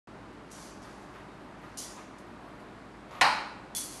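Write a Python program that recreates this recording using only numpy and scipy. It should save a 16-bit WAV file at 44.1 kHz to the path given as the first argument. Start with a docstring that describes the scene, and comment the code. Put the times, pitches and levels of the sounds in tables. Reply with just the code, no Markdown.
"""A tiled kitchen, one microphone across the room from the window. A fan hums throughout. A roller blind is
hauled up by its bead chain: the roller rubs at each pull and the chain squeaks once, while the beads rattle in
bursts. At 3.2 s the bottom bar knocks against the housing and rings. Half a second later the slack chain swings
into the wall and clinks on a fitting. The hard room rings on behind the knocks and rattles."""
import sys
import numpy as np
from scipy import signal
from scipy.fft import rfft, irfft
from scipy.io import wavfile

SR = 44100
rng = np.random.default_rng(int(sys.argv[2]) if len(sys.argv) > 2 else 0)


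def wrap_up_sound(samples):
    """Save the sound to the file named by the first command line argument, as 16-bit audio."""
    columns = np.atleast_2d(samples).T
    # keep every value between -1 and 1, then stretch to whole-number steps
    tamed = np.clip(columns, -1, 1)
    steps = np.round(tamed * 32767).astype(np.int16)
    wavfile.write(sys.argv[1], SR, steps)


N = 176400


def amp(db):
    """Decibels to gain."""
    return 10 ** (np.asarray(db) / 20)


def unit(x):
    """Scale to the energy of one second at full level."""
    return x * np.sqrt(SR / (np.sum(x ** 2) + 1e-18))


def lookup(points, n):
    """A table over log frequency, read at the bins of n samples."""
    hz, value = np.array(points).T
    return np.interp(np.log(np.fft.rfftfreq(n, 1 / SR) + 1), np.log(hz), value)


def through(x, response):
    """Play a sound through a response."""
    return signal.fftconvolve(x, response)[:len(x)]


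def colour(x, spectrum, tilt_db=0):
    """Causal filter with the given spectrum, tilted by dB per octave above 500 Hz."""
    half = SR // 2
    octaves = np.log2(np.maximum(np.fft.rfftfreq(SR, 1 / SR), 500) / 500)
    cepstrum = irfft(np.log(amp(lookup(spectrum, SR) + tilt_db * octaves)))
    cepstrum[1:half] *= 2  # fold to minimum phase
    cepstrum[half + 1:] = 0
    return through(x, irfft(np.exp(rfft(cepstrum)))[:half])


def fade(t60):
    """One second of exponential decay."""
    return np.exp(-np.log(1000) * np.arange(SR) / SR / t60)


def burst(t60):
    """Noise that starts at once and dies away."""
    return rng.standard_normal(SR) * fade(t60)


def swell(s, half_width_s):
    """A smooth rise and fall around a moment."""
    return np.exp(-.5 * ((np.arange(N) / SR - s) / half_width_s) ** 2)


def ring(modes):
    """Struck modes, dying away."""
    t = np.arange(SR) / SR
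    return unit(sum(amp(db) * fade(t60) * np.sin(2 * np.pi * (hz * t + rng.random()))
                    for hz, db, t60 in modes))


def tone(hz, wander_hz, steps):
    """A sine whose pitch wanders through a number of random steps."""
    wander = np.interp(np.linspace(0, 1, N), np.linspace(0, 1, steps), rng.standard_normal(steps))
    return np.sqrt(2) * np.sin(2 * np.pi * np.cumsum(hz + wander_hz * wander) / SR)


def contacts(n, per_s, scatter_db=0):
    """Impulses at random moments, their strength spread by scatter_db."""
    hits = rng.random(n) < per_s / SR
    strength = amp(scatter_db * rng.standard_normal(n).clip(-2, 2))
    return hits * strength * rng.choice([-1, 1], n)


def add(out, s, x):
    """Mix a sound in at a time."""
    i = int(s * SR)
    out[i:i + len(x)] += x[:max(N - i, 0)]


# Reverberation of the tiled room: band_hz, t60_s
KITCHEN_DECAY = [(250, 0.63), (700, 0.65), (1400, 0.7), (2300, 0.66), (4000, 0.63), (7000, 0.61),
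                 (12000, 0.4)]

def kitchen(build_s=.003, direct_db=-7.5):
    """From one spot to the microphone: direct sound, then a dense tail whose treble dies first."""
    noise = rfft(rng.standard_normal(SR))
    tail = np.zeros(SR)
    for hz, t60 in KITCHEN_DECAY:
        band = lookup([(f, float(f == hz)) for f, _ in KITCHEN_DECAY], SR)
        tail += irfft(noise * band, SR) * fade(t60)
    tail *= 1 - np.exp(-np.arange(SR) / SR / build_s)
    tail /= np.linalg.norm(tail)
    tail[0] += amp(direct_db)
    return tail


def window_recess(early_db=-7):
    """From the window recess to the microphone: its quick reflections, plus the kitchen."""
    early = burst(t60=.044)
    both = kitchen() + amp(early_db) * early / np.linalg.norm(early)
    return both / np.linalg.norm(both)


# Room tone, the fan's moving air: freq_hz, density_db
AIR_SPECTRUM = [(20, -22), (35, -23), (45, 2), (58, -8.5), (70, -7), (86, -15), (100, 1.5), (160, 1),
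                (280, 4), (370, 2), (470, -3.5), (620, -2.5), (1000, -2.5), (1500, -7.5), (2200, -13.5),
                (3200, -20.5), (4300, -22.5), (6000, -29.5), (9000, -32.5), (12000, -41)]
# The fan's hum lines: pitch_hz, level_db
HUM_LINES = [(55.5, -63), (199.2, -62.5), (300.5, -60.5), (445, -73.5), (608.3, -65.5)]

def fan(air_db=-48.5):
    """Steady rush of air with slightly wandering hum lines."""
    air = colour(rng.standard_normal(N), AIR_SPECTRUM)
    hum = sum(amp(db) * tone(hz, wander_hz=1.32, steps=24) for hz, db in HUM_LINES)
    return amp(air_db) * unit(air) * np.sqrt(N / SR) + hum


# Light ticks of the gear and bar: start_s, level_db
GEAR_TICKS = [(0.153, -87), (1.141, -73), (1.966, -67), (3.111, -65), (3.152, -67.5)]
# One plastic tick: freq_hz, density_db
TICK_SPECTRUM = [(500, 12.5), (1200, -2), (2400, 8), (4200, -2.5), (7000, -5), (12000, -27)]

def ticks():
    """Single light plastic contacts, over in the window recess."""
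    out = np.zeros(N)
    tick = unit(colour(window_recess(), TICK_SPECTRUM))
    for s, db in GEAR_TICKS:
        add(out, s, amp(db) * tick)
    return out


# Pulls that turn the roller: middle_s, half_width_s, level_db
ROLLER_PULLS = [(0.578, 0.0097, -48.5), (0.856, 0.017, -49.5), (1.0, 0.079, -62), (1.154, 0.026, -49.5),
                (1.374, 0.099, -62), (1.64, 0.034, -52.5), (1.88, 0.026, -57), (1.983, 0.015, -48.5),
                (2.266, 0.036, -59), (2.477, 0.088, -57.5), (2.737, 0.11, -63), (3.146, 0.033, -45)]
# The tube rubbing in its brackets: freq_hz, density_db
RUB_SPECTRUM = [(300, -23.5), (700, 1), (1200, 6.5), (1700, -2), (2400, -7), (4000, -14.5), (7000, -39.5),
                (12000, -20)]

def roller(squeak_db=-76):
    """The tube rubs in its brackets, swelling with each pull, and the chain squeaks faintly once."""
    effort = sum(amp(db) * swell(s, half_width) for s, half_width, db in ROLLER_PULLS)
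    rub = colour(contacts(N, per_s=410), RUB_SPECTRUM)
    squeak = amp(squeak_db) * swell(s=1.32, half_width_s=.06) * tone(hz=3760, wander_hz=88, steps=300)
    return through(rub / rub.std() * effort, window_recess()) + squeak


def rattle(rows, spectrum):
    """Bursts of colliding beads, each reaching the microphone from its own spot along the chain."""
    out, t = np.zeros(N), np.arange(SR) / SR
    for s, length, db, fall_db, tilt_db in rows:
        envelope = (t < length) * amp(-fall_db * np.minimum(t / length, 1))
        hits = contacts(SR, per_s=380, scatter_db=2.5) * envelope
        hits[0] = 1  # every burst opens on a hit
        add(out, s, amp(db) * unit(colour(through(hits, kitchen()), spectrum, tilt_db)))
    return out


# Rattles of the running chain: start_s, length_s, level_db, fall_db, tilt_db_per_octave
CHAIN_RATTLES = [(0.425, 0.11, -86, 0, -4), (0.504, 0.015, -63.5, -11, -4), (.54, 0.14, -61.5, 0, -4.5),
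                 (0.821, 0.015, -71, 19, -8), (0.881, 0.39, -72.5, 13, -4), (1.549, .2, -76.5, -4, -11),
                 (1.7727, 0.031, -50, 7, -1), (1.799, 0.061, -65.5, -8, -11.5)]
# Single bead clicks: start_s, level_db
LONE_CLICKS = [(.331, -91), (2.184, -76.5), (2.601, -86)]
# Colliding beads: freq_hz, density_db
BEAD_SPECTRUM = [(800, -51.5), (1800, -12), (2600, -9.5), (3000, -2.5), (4100, -2), (4550, 5.5),
                 (5300, 4.5), (6100, 8.5), (7200, 5.5), (8000, 3.5), (9700, 6), (12000, 2)]

def running_chain():
    """The beads rattle as the chain is hauled, and a few click alone."""
    out = rattle(CHAIN_RATTLES, BEAD_SPECTRUM)
    for s, db in LONE_CLICKS:
        add(out, s, amp(db) * unit(colour(burst(t60=.16), BEAD_SPECTRUM)))
    return out


# Slaps on the wall: start_s, length_s, level_db, fall_db, tilt_db_per_octave
WALL_SLAPS = [(3.75, 0.024, -42, 5, 1.5), (3.78, 0.049, -66, 5, -9), (3.912, 0.019, -59, -3, -2),
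              (3.95, 0.048, -61, 2, -1)]
# Beads on tile: freq_hz, density_db
TILE_SPECTRUM = [(800, -32), (1800, -12), (2600, -9), (3400, -5.5), (3800, -9.5), (4300, 1), (5000, -4.5),
                 (5800, 0.5), (6900, -1), (7800, -3), (9600, 3), (10400, 1.5), (11400, -1.5), (12000, -0.5)]
# The chain striking a fitting by the wall: start_s, level_db
FITTING_CLINKS = [(3.7502, -55)]
# Modes of that fitting: pitch_hz, relative_db, t60_s
FITTING_MODES = [(3434, -3, 0.37), (4180, -18, 0.39), (4310, -14.5, 0.62), (5500, -13, 0.28),
                 (5830, -18, 0.29), (6406, -14, 1), (6860, -6.5, 0.29), (7779, -12, 0.3)]

def slack_chain():
    """The loose chain slaps the tiles and sets a fitting ringing."""
    out = rattle(WALL_SLAPS, TILE_SPECTRUM)
    for s, db in FITTING_CLINKS:
        add(out, s, amp(db) * ring(FITTING_MODES))
    return out


# Blows of the bottom bar: start_s, level_db, tilt_db_per_octave
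BAR_BLOWS = [(3.2115, -39.5, 1), (3.215, -35, 1), (3.2198, -37, 1), (3.2335, -49, -4)]
# Dense ring of bar and housing: freq_hz, density_db
BAR_SPECTRUM = [(80, -29), (130, -17), (260, -14.5), (420, -22.5), (540, -9), (660, -9), (850, 3),
                (1100, -1), (1400, -3.5), (2000, -0.5), (2400, -1.5), (2750, -8), (3500, -16),
                (4200, -10.5), (5000, -16.5), (7000, -27), (12000, -36.5)]
# Modes of the bar: pitch_hz, relative_db, t60_s
BAR_RING_MODES = [(765, -9, .4), (888, -7, 0.88), (990, -5, .48), (1048, 5, 0.28), (1117, 4, 0.31),
                  (1160, -12, 0.24), (1457, -5, 0.96), (1653, -6, 0.33), (1810, 6, 0.17), (1814, -3, 0.26),
                  (1940, 5, 0.21), (2257, -6.5, 0.72), (2370, -15, 0.24), (2420, -13, 0.27),
                  (3327, -15, 0.32), (4183, -11, .33)]
# Crack of the first blow: freq_hz, density_db
CRACK_SPECTRUM = [(600, -13), (2000, 7.5), (4200, 3.5), (7000, -3.5), (12000, -11.5)]

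def bottom_bar(ring_db=-38, crack_db=-44):
    """At the top of the window the bar cracks against the housing, chatters and rings."""
    out = np.zeros(N)
    for s, db, tilt_db in BAR_BLOWS:
        blow = through(burst(t60=.0042), window_recess())
        add(out, s, amp(db) * unit(colour(blow, BAR_SPECTRUM, tilt_db)))
    first_s = BAR_BLOWS[0][0]
    add(out, first_s, amp(ring_db) * ring(BAR_RING_MODES))
    add(out, first_s, amp(crack_db) * unit(colour(burst(t60=.076), CRACK_SPECTRUM)))
    return out


def scene():
    """Everything as heard from across the kitchen, in mono."""
    return (fan() + ticks() + roller() + running_chain() + slack_chain() + bottom_bar())[None]


def record(dry):
    """The microphone opens just after the start and cuts the highest treble."""
    open_s, top_hz = .0726, 11850
    live = np.arange(N) / SR >= open_s
    lowpass = signal.ellip(10, .2, 80, top_hz, fs=SR, output="sos")
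    return signal.sosfilt(lowpass, dry * live)


dry = scene()
out = record(dry)
wrap_up_sound(out)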